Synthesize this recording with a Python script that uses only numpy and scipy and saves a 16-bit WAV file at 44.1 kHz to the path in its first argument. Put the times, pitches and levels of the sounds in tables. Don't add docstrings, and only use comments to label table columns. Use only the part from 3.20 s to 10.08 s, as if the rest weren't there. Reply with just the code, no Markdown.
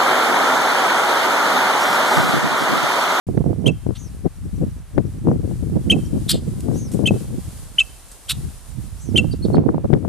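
import sys
import numpy as np
from scipy import signal
from scipy.fft import rfft, irfft, next_fast_len
from scipy.io import wavfile
from scipy.ndimage import uniform_filter1d, map_coordinates

SR = 44100
rng = np.random.default_rng(int(sys.argv[2]) if len(sys.argv) > 2 else 0)


def transcribe(signal):
    frames = np.atleast_2d(signal).T
    limited = np.clip(frames, -1, 1)
    pcm = np.round(limited * 32767).astype(np.int16)
    wavfile.write(sys.argv[1], SR, pcm)


N = 303408
TIME = np.arange(N) / SR
WIND_REFERENCE_DB = -25

# start_s, whistle_s, whistle_hz, whistle_db, bite_db, break_db,
# low_hz, low_db, low_s, pond_send_db
CHEK_NOTES = [(0.455, 0.02545, 3170, -13.5, 3.5, -24, 2647, -17, 0.0337, 1),
              (2.694, 0.02567, 3140, -4.5, -0.5, -18, 2625, -11, 0.03125, -1.5),
              (3.853, 0.02213, 3120, -11, 2.5, -19, 2624, -11.5, 0.0339, -1),
              (4.5793, 0.022, 3067, -4, -5.5, -20.5, 2655, -5, 0.03114, -4),
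              (5.9538, 0.0252, 3115, -8.5, 0.5, -16.5, 2700, -5.5, 0.03496, -1.5)]
WHISTLE_COURSE = [(0, .4, .005), (.12, .6, .018), (.19, .83, .11), (.26, .96, .48), (.45, 1, .95),
                  (.67, 1.014, .92), (.79, 1.005, .3), (.88, .88, .2), (1, .62, .02)]
LOW_COURSE = [(0, 1.8, .02), (.12, 1.2, .35), (.22, 1.03, .85), (.33, 1.008, 1), (.52, .997, .82),
              (.8, .99, .13), (1, .98, .02)]
# pitch_multiple, level_db
BITE_PARTIALS = [(2, -25.5), (3, -24.5), (4, -35)]
# pitch_multiple, level_db
DOUBLED_PARTIALS = [(.5, -36.5), (1, -2.5), (1.5, -34), (2, -37.5), (2.5, -28.5), (3, -31)]
# frequency_hz, gain_db
STRAIN_SPECTRUM = [(1200, -19), (2600, 2), (5000, -9.5), (6300, -2.5), (8700, -3.5), (11500, -10)]
# frequency_hz, gain_db
BREAK_SPECTRUM = [(1200, -48), (2300, -8), (3100, 8), (3700, -11), (4800, -33), (7800, -6.5),
                  (14000, -39.5)]
# start_s, length_s, level_db, top_hz, tilt_db_per_octave, stem_send_db
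RASP_CALLS = [(0.743, 0.0449, -45, 4050, -5, -4.5), (3.08, 0.0537, -18, 4452, 1, 1),
              (5.082, 0.0516, -21, 3733, -0.5, -15)]
RASP_COURSE = [(0, .05), (.14, .2), (.26, .9), (.55, 1), (.72, .7), (.86, .22), (1, .06)]
# frequency_hz, gain_db
SLAP_SPECTRUM = [(750, -22), (1300, -7), (2200, -8.5), (3500, 5.5), (6200, -6), (8500, 2.5), (14000, -9.5)]
# start_s, length_s, pitch_hz, warble_depth_hz, level_db
BUZZ_CALLS = [(0.762, 0.13, 6500, 430, -43.5), (3.542, 0.151, 6513, 410, -39.5),
              (5.785, 0.14, 6360, 380, -47), (5.798, 0.074, 7820, 553, -46)]
BUZZ_COURSE = [(0, .86, .2), (.27, 1, 1), (.55, .975, .8), (.8, .9, .55), (1, .74, .2)]
# start_s, length_s, pitch_hz, level_db
CHIP_CALLS = [(2.852, 0.0136, 5860, -44.5), (6.111, 0.0225, 4712, -35), (6.222, 0.034, 4370, -34.5),
              (6.331, 0.0304, 4354, -37.5)]
CHIP_COURSE = [(0, .96, .1), (.15, .975, .6), (.65, 1.015, .8), (.8, .96, 1), (.9, .84, .6), (1, .68, .1)]
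# frequency_hz, gain_db
POND_SPECTRUM = [(1000, -7.5), (2650, -4.5), (3150, -3), (4000, -5), (5500, -1.5), (8000, -4), (14000, -21)]
# frequency_hz, gain_db
STEM_SPECTRUM = [(1500, -5.5), (3300, -2.5), (4300, -9), (5300, -16), (8000, -6.5), (9500, -17)]
# start_s, relative_peak_db, left_over_right_db, sharpness_hz
BIG_EDDIES = [(0.087, -8.5, -13.5, 667), (0.176, -3, -14.5, 722), (0.205, -4.5, -16, 298),
              (0.242, -10, -10, 667), (0.262, -2, -16, 452), (0.306, -8.5, -13, 376),
              (0.33, -13, -20.5, 796), (0.443, -6.5, -11.5, 520), (0.465, -5.5, -14.5, 447),
              (0.498, -9, -12, 560), (0.665, -4.5, 11.5, 599), (0.69, -5, 14.5, 339),
              (0.708, -10, 6.5, 720), (1.434, -9, 19.5, 480), (1.7785, 3.5, 37, 682),
              (1.7822, 1.5, 30.5, 773), (2.072, -5, 30.5, 900), (2.085, -5.5, 13.5, 950),
              (2.115, -6, 19, 920), (2.312, -16.5, 15, 735), (3.484, -8, 25.5, 650),
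              (3.771, -10, 22.5, 418), (3.792, -6, 20.5, 613), (3.84, -5.5, 29.5, 577), (3.908, -1, 4, 683),
              (3.942, -4.5, -21, 410), (5.889, -12, -28, 400), (6.044, -6.5, -15, 566),
              (6.137, -9.5, -14, 440), (6.252, -5, -23, 483), (6.284, -9.5, 6, 710), (6.302, -5, 22.5, 594),
              (6.344, -1.5, -17, 1060), (6.369, -1.5, 14.5, 698), (6.382, -2.5, 0.5, 906),
              (6.490, -1.5, 9, 1330), (6.545, -8.5, -0.5, 1005), (6.581, -8.5, 5, 881),
              (6.645, -5.5, -6, 724), (6.653, -6.5, 6.5, 740), (6.702, -3.5, 29, 476),
              (6.73, 4, 26.5, 432.5), (6.737, 2.5, 31.5, 1354), (6.849, -8, 30.5, 950)]
# time_s, left_db, right_db
BREEZE_LEVELS = [(0.07, -25, -21.5), (0.2, -30.5, -23.5), (0.5, -27, -17.5), (0.6, -30.5, -37.5),
                 (0.95, -28, -33.5), (1.15, -39, -40.5), (1.46, -25.5, -22.5), (1.66, -36.5, -35),
                 (2.25, -20, -24.5), (2.8, -24.5, -25.5), (3.5, -25, -25.5), (4.0, -24, -30.5),
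                 (4.55, -40, -33.5), (5.0, -45.5, -45.5), (5.75, -34, -30), (6.05, -27, -22.5),
                 (6.45, -28.5, -17), (6.88, -22, -44.5)]
# crest_s, half_length_s, level_db, left_over_right_db
GUST_SWELLS = [(0.177, 0.0215, -9.5, -6), (0.307, 0.072, -23.5, -7.5), (0.472, 0.178, -26.5, -10),
               (1.062, 0.0443, -17.5, 10.5), (1.248, 0.183, -29.5, 8.5), (1.42, 0.0988, -19.5, 6),
               (1.786, 0.0846, -18, 9), (1.873, 0.105, -25.5, 6), (2.103, 0.1233, -13, 3.5),
               (2.574, 0.099, -19, -6.5), (2.742, 0.1906, -17.5, -3.5), (2.965, 0.1005, -19, 0.5),
               (3.149, 0.0325, -17, 3.5), (3.519, 0.18, -19.5, 14.5), (3.907, 0.18, -19, 9),
               (4.137, 0.0776, -23.5, 9.5), (4.192, 0.0372, -24, -23), (4.287, 0.0283, -26.5, -2),
               (5.208, 0.267, -27, 2.5), (5.588, 0.266, -29, -19), (5.974, 0.15, -17, -12),
               (6.374, 0.102, -13.5, 1.5), (6.752, 0.097, -18.5, 7), (6.847, 0.0434, -22, 4.5)]
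# frequency_hz, gain_db
WIND_SPECTRUM = [(25, -21), (45, -1.5), (80, 6.5), (130, 5), (200, 0.5), (300, -6), (450, -21),
                 (700, -36.5), (1000, -57.5), (1500, -59), (2400, -80.5)]
# time_s, shift_octaves
EDDY_FINENESS = [(0.1, -0.128), (1.1, -0.166), (2.1, -0.044), (2.3, -0.295), (3.3, -0.042), (3.55, 0.194),
                 (4.15, 0.179), (5.2, -0.35), (6.25, -0.512), (6.39, 0.224), (6.85, 0.144)]
# start_s, level_db, length_s
STEM_TICKS = [(3.406, -33.5, 0.0091), (3.716, -38.5, 0.069), (3.736, -39, 0.033), (4.915, -38, 0.027)]
# time_s, relative_level_db
HISS_LEVELS = [(0.07, -58.5), (0.9, -57.5), (2.15, -58), (2.7, -53.5), (3.5, -51.5), (5, -50), (5.4, -51.5),
               (6.33, -55), (6.39, -63), (6.88, -60.5)]
# frequency_hz, gain_db
HISS_SPECTRUM = [(700, -1), (2200, -9.5), (4000, -6.5), (6000, -6), (8000, -2), (9500, 0), (11500, -6),
                 (14000, -11.5)]
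# frequency_hz, correlation
HISS_CORRELATION = [(60, 1), (380, 0.17), (2360, 0.41), (14800, 0.11)]
# frequency_hz, gain_db
AIR_SPECTRUM = [(35, 3.5), (95, 15.5), (400, 10.5), (1200, 8.5), (2500, 2.5), (6000, -7.5), (9500, -29),
                (14000, -15.5)]


def cheks(break_s=0.012, overlap_s=0.0038, roughness=0.124, rasp_db=-28, strain_db=-30):
    out = np.zeros(N)
    for start_s, whistle_s, whistle_hz, whistle_db, bite_db, break_db, *low_note, _ in CHEK_NOTES:
        u = course(whistle_s)
        ratio, swell = read(WHISTLE_COURSE, u)
        waver = 0.0055 + 0.0475 * np.abs(1 - ratio)
        hz = whistle_hz * ratio * (1 + waver * drift(1200, len(u)))
        strain = from_db(strain_db) * u * coloured(rng.standard_normal(len(u)), STRAIN_SPECTRUM)
        edge = tone(hz, BITE_PARTIALS) * (1 + .3 * drift(350, len(u))) + strain
        whistle = swell * tone(hz) + from_db(bite_db) * np.sqrt(2 * u * swell) * edge
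        add(out, start_s, from_db(whistle_db) * whistle)

        u = course(break_s)
        crackle = coloured(slaps(len(u), rate_hz=490, jitter=.25, air=1.0), BREAK_SPECTRUM)
        add(out, start_s + whistle_s - break_s / 2, from_db(break_db) * np.sin(np.pi * u) * crackle)

        low_hz, low_db, low_s = low_note
        u = course(low_s)
        ratio, swell = read(LOW_COURSE, u)
        shake = roughness * (1 - u) * drift(927, len(u))
        note = tone(low_hz * ratio * (1 + 0.238 * shake), DOUBLED_PARTIALS) * (1 + shake)
        strain = coloured(rng.standard_normal(len(u)), STRAIN_SPECTRUM)
        note += from_db(rasp_db + bite_db) * (1 - u) * strain
        add(out, start_s + whistle_s - overlap_s, from_db(low_db) * swell * note)
    return out


def rasps(rise_octaves=0.38, rise_s=.04, throb_db=2.5, throb_hz=92, chaos_hz=1500):
    out, to_stems = np.zeros((2, N))
    for start_s, length_s, level_db, top_hz, tilt, send_db in RASP_CALLS:
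        u = course(length_s)
        t = u * length_s
        swell, = read(RASP_COURSE, u)
        throb = np.cos(2 * np.pi * throb_hz * (t - 0.00538))
        climb = -rise_octaves * np.maximum(1 - t / rise_s, 0) ** 2
        hz = top_hz * 2 ** (climb + 0.063 * throb)
        chaos = .12 * np.sqrt(swell) * drift(chaos_hz, len(u))
        voice = tone(hz * (1 + chaos)) * (1 + .35 * drift(chaos_hz, len(u)))
        spectrum = [(f, db + tilt * np.log2(f / top_hz)) for f, db in SLAP_SPECTRUM]
        crackle = coloured(slaps(len(u), rate_hz=750, jitter=0.32, air=1.1), spectrum)
        call = from_db(level_db + throb_db * throb) * swell * (voice + np.sqrt(swell) * crackle)
        add(out, start_s, call)
        add(out, start_s + .0068, from_db(-11) * call)
        add(to_stems, start_s, from_db(send_db) * call)
    return out, to_stems


def slaps(size, rate_hz, jitter, air):
    cycles = np.cumsum(rate_hz * np.exp(jitter * drift(rate_hz, size))) / SR
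    pulses = np.diff(np.floor(cycles), prepend=0)
    return rms_one(pulses) + air * rng.standard_normal(size)


def buzzes(warble_hz=130):
    out = np.zeros(N)
    for start_s, length_s, pitch_hz, depth_hz, level_db in BUZZ_CALLS:
        u = course(length_s)
        ratio, swell = read(BUZZ_COURSE, u)
        warble = np.sin(2 * np.pi * warble_hz * length_s * u) + 0.25 * drift(800, len(u))
        hz = pitch_hz * ratio + depth_hz * np.sqrt(swell) * warble
        add(out, start_s, from_db(level_db) * swell * tone(hz))
    return out


def chips(echo_s=0.012, echo_db=-13, overtone_db=-14, snap_db=-8, snap_s=0.012):
    out = np.zeros(N)
    for start_s, length_s, pitch_hz, level_db in CHIP_CALLS:
        u = course(length_s)
        ratio, swell = read(CHIP_COURSE, u)
        hz = pitch_hz * ratio * (1 + .045 * u ** 2 * drift(1200, len(u)))
        note = from_db(level_db) * swell * tone(hz, [(1, 0), (2, overtone_db)])
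        add(out, start_s, note)
        add(out, start_s + echo_s, from_db(echo_db) * note)
        u = course(snap_s)
        fall = 1.35 - .55 * u + .1 * drift(1500, len(u))
        snap = np.sin(np.pi * u) ** 2 * tone(pitch_hz * fall)
        add(out, start_s + length_s - snap_s / 3, from_db(level_db + snap_db) * snap)
    return out


def pips(level_db=-56, pitch_hz=5850, first_s=.17, gap_s=.12, length_s=.014, count=17):
    out, swell = np.zeros(N), np.sin(np.pi * course(length_s))
    for k, (late, sharp, loud) in enumerate(rng.standard_normal((count, 3))):
        hz = pitch_hz * (1 + .013 * sharp + .04 * (swell - 1))
        add(out, first_s + gap_s * (k + .15 * late), from_db(level_db + 2 * loud) * swell * tone(hz))
    return out


def near_reeds(x, level_db=-16, delay_s=0.0205, spread_s=0.0423):
    t = TIME[:SR // 5]
    paths = rng.standard_normal(len(t)) + 0.28 * rng.standard_normal((2, len(t)))
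    response = np.exp(-((t - delay_s) / spread_s) ** 2) * coloured(paths, STEM_SPECTRUM)
    response /= np.sqrt(np.sum(response ** 2) / 2)
    return from_db(level_db) * signal.fftconvolve(x[None], response, axes=1)[:, :N]


def pond(x, reeds_db=-30, reeds_t60_s=0.253, bank_db=-45, bank_s=0.13, far_db=-37, far_t60_s=0.771):
    t = TIME[:SR]
    returns = [(reeds_db, from_db(-60 * t / reeds_t60_s)),
               (far_db, from_db(-60 * t / far_t60_s)),
               (bank_db, np.exp(-((t - bank_s) / .045) ** 2))]
    power = sum(from_db(2 * db) * shape ** 2 / np.sum(shape ** 2) for db, shape in returns)
    paths = rng.standard_normal(SR) + .5 * rng.standard_normal((2, SR))
    response = np.sqrt(power) * (t > .005) * coloured(paths, POND_SPECTRUM)
    return signal.fftconvolve(x[None], response, axes=1)[:, :N]


def wind(lumps_db=3.5, lump_hz=60):
    lumps = np.array([drift(lump_hz, N), drift(lump_hz, N)])
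    stretch = 2 ** eddy_shift(lumps)[:, ::8]
    edges_hz = 22 * 2 ** np.arange(0, 7.6, .5)
    white, rumble = rng.standard_normal((2, 2, N)), 0
    for k, (low, high) in enumerate(zip(edges_hz, edges_hz[1:])):
        band = filtered(filtered(white[k % 2], [low, high], "band"), 2 * high)
        gain = from_db(at_hz(WIND_SPECTRUM, np.sqrt(low * high) / stretch))
        rumble += np.repeat(gain, 8, axis=1)[:, :N] * band
    power = uniform_filter1d(uniform_filter1d(rumble ** 2, size=1000), size=1000)
    rumble *= from_db(flow_db() + lumps_db * lumps) / np.sqrt(power)
    return filtered(rumble, 38, "high")


def flow_db(wake_db=-15.5, wake_s=0.0338, wake_delay_s=0.00534):
    power = from_db(2 * np.array(read(BREEZE_LEVELS, TIME)))
    wakes = [(start_s + wake_delay_s, wake_s, min(peak_db, 0) + wake_db, side_db)
             for start_s, peak_db, side_db, _ in BIG_EDDIES]
    for crest_s, half_s, level_db, side_db in GUST_SWELLS + wakes:
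        swell = from_db(level_db) * np.sin(np.pi * course(2 * half_s)) ** 4
        for port, gain in zip(power, port_gains(side_db)):
            add(port, max(crest_s - half_s, 0), (gain * swell) ** 2)
    return 10 * np.log10(power)


def eddy_shift(lumps, octaves_per_db=0.1014, lump_octaves=0.1917, eddy_octaves=0.276, eddy_s=0.0052):
    fineness, = read(EDDY_FINENESS, TIME)
    shift = fineness - 0.15 + octaves_per_db * (flow_db() - WIND_REFERENCE_DB) + lump_octaves * lumps
    swell = np.hanning(int(4 * eddy_s * SR))
    for start_s, _, side_db, _ in BIG_EDDIES:
        for port, gain in zip(shift, port_gains(side_db)):
            add(port, start_s - 0.844 * eddy_s, eddy_octaves * gain * swell)
    return np.minimum(shift, 0.691)


def thumps(big_db=-2, small_db=3, small_hz=520, small_count=110):
    out = np.zeros((2, N))
    for start_s, peak_db, side_db, sharp_hz in BIG_EDDIES:
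        for port, gain in zip(out, port_gains(side_db)):
            arrival_s = start_s + rng.uniform(-0.000808, 0.000774)
            add(port, arrival_s, gain * from_db(peak_db + big_db) * pop(sharp_hz))
    for port, strength_db in zip(out, flow_db()):
        for i, chance in zip(rng.integers(0, N, small_count), rng.standard_normal(small_count)):
            fineness, = read(EDDY_FINENESS, i / SR)
            octaves = fineness + 0.055 * chance + 0.0442 * (strength_db[i] - WIND_REFERENCE_DB)
            gain = from_db(strength_db[i] + small_db - 0.5 * chance)
            add(port, i / SR, gain * pop(small_hz * 2 ** octaves))
    return out


def pop(sharp_hz, leak_ratio=0.2833):
    step = filtered(np.ones(SR // 30), leak_ratio * sharp_hz, "high")
    rounded = filtered(filtered(step, sharp_hz, order=3), 1900, order=4)
    return rng.choice([-1, 1]) * rounded / np.max(np.abs(rounded))


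def overload(x, corner_hz=4200):
    flattened = x / (1 + np.abs(x) ** 20) ** (1 / 20)
    return filtered(flattened, corner_hz)


def ticks(decay_db=23):
    out = np.zeros(N)
    for start_s, level_db, length_s in STEM_TICKS:
        u = course(length_s)
        noise = rng.standard_normal(len(u))
        scratch = coloured(noise, [(1500, -6), (4000, -5), (9000, 6.5), (14000, -6)])
        add(out, start_s, from_db(level_db - decay_db * u) * scratch)
    return out


def reed_hiss(gain_db=5, sway_db=1.5, sway_hz=14):
    level_db, = read(HISS_LEVELS, TIME)
    level_db -= sway_db * drift(sway_hz, N)
    alike = np.clip(at_hz(HISS_CORRELATION, np.fft.rfftfreq(N, 1 / SR)), 0, 1)
    mid, side = rfft(rng.standard_normal((2, N)))
    noise = irfft(np.sqrt(1 + alike) * mid + np.sqrt(1 - alike) * side * [[1], [-1]], N)
    return from_db(level_db + gain_db) * coloured(noise, HISS_SPECTRUM)


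def outdoor_air(level_db=-55):
    noise = rng.standard_normal(N) + .5 * rng.standard_normal((2, N))
    return from_db(level_db) * coloured(noise, AIR_SPECTRUM)


def from_db(db):
    return 10 ** (np.asarray(db) / 20)


def rms_one(x):
    return x / np.sqrt(np.mean(x ** 2) + 1e-20)


def read(rows, at):
    first, *columns = np.transpose(rows)
    return [np.interp(at, first, column) for column in columns]


def at_hz(points, hz):
    freqs, values = np.transpose(points)
    return np.interp(np.log(np.maximum(hz, 1)), np.log(freqs), values)


def course(length_s):
    return np.linspace(0, 1, int(length_s * SR))


def add(track, start_s, sound):
    i = int(start_s * SR)
    track[i:i + len(sound)] += sound[:N - i]


def drift(rate_hz, size):
    knots = rng.standard_normal(size // 8 + 4)[:int(size * rate_hz / SR) + 4]
    return map_coordinates(knots, [np.arange(size) * rate_hz / SR], order=2, mode="nearest")


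def coloured(x, spectrum):
    size = next_fast_len(x.shape[-1])
    gain = from_db(at_hz(spectrum, np.fft.rfftfreq(size, 1 / SR)))
    return rms_one(irfft(rfft(x, size) * gain, size)[..., :x.shape[-1]])


def filtered(x, corner_hz, kind="low", order=2):
    return signal.sosfilt(signal.butter(order, corner_hz, kind, fs=SR, output="sos"), x)


def tone(hz, partials=((1, 0),)):
    phase = 2 * np.pi * np.cumsum(hz) / SR
    return sum(from_db(db) * np.sin(multiple * phase) for multiple, db in partials)


def port_gains(side_db):
    gains = from_db(np.array([side_db, -side_db]) / 2)
    return gains / np.sqrt(np.mean(gains ** 2, axis=0))


def scene(far_send_db=10.5):
    chek, far = cheks(), buzzes() + chips() + pips()
    rasp, to_stems = rasps()
    direct = chek + rasp + far + ticks()
    direct = direct + 0.235 * np.gradient(direct) * [[1], [-1]]
    aim_db, = read([(s, db) for s, *_, db in CHEK_NOTES], TIME)
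    echoes = pond(from_db(aim_db) * chek + rasp + from_db(far_send_db) * far) + near_reeds(to_stems)
    return direct + echoes + reed_hiss() + outdoor_air() + overload(wind() + thumps())


def record(dry, start_s=.067, fade_s=.003, cutoff_hz=14300):
    fade_in = np.clip((TIME - start_s) / fade_s, 0, 1)
    clipped = np.clip(dry * fade_in, -.96, .96)
    return signal.sosfilt(signal.ellip(10, .1, 90, cutoff_hz, fs=SR, output="sos"), clipped)


dry = scene()
out = record(dry)
transcribe(out)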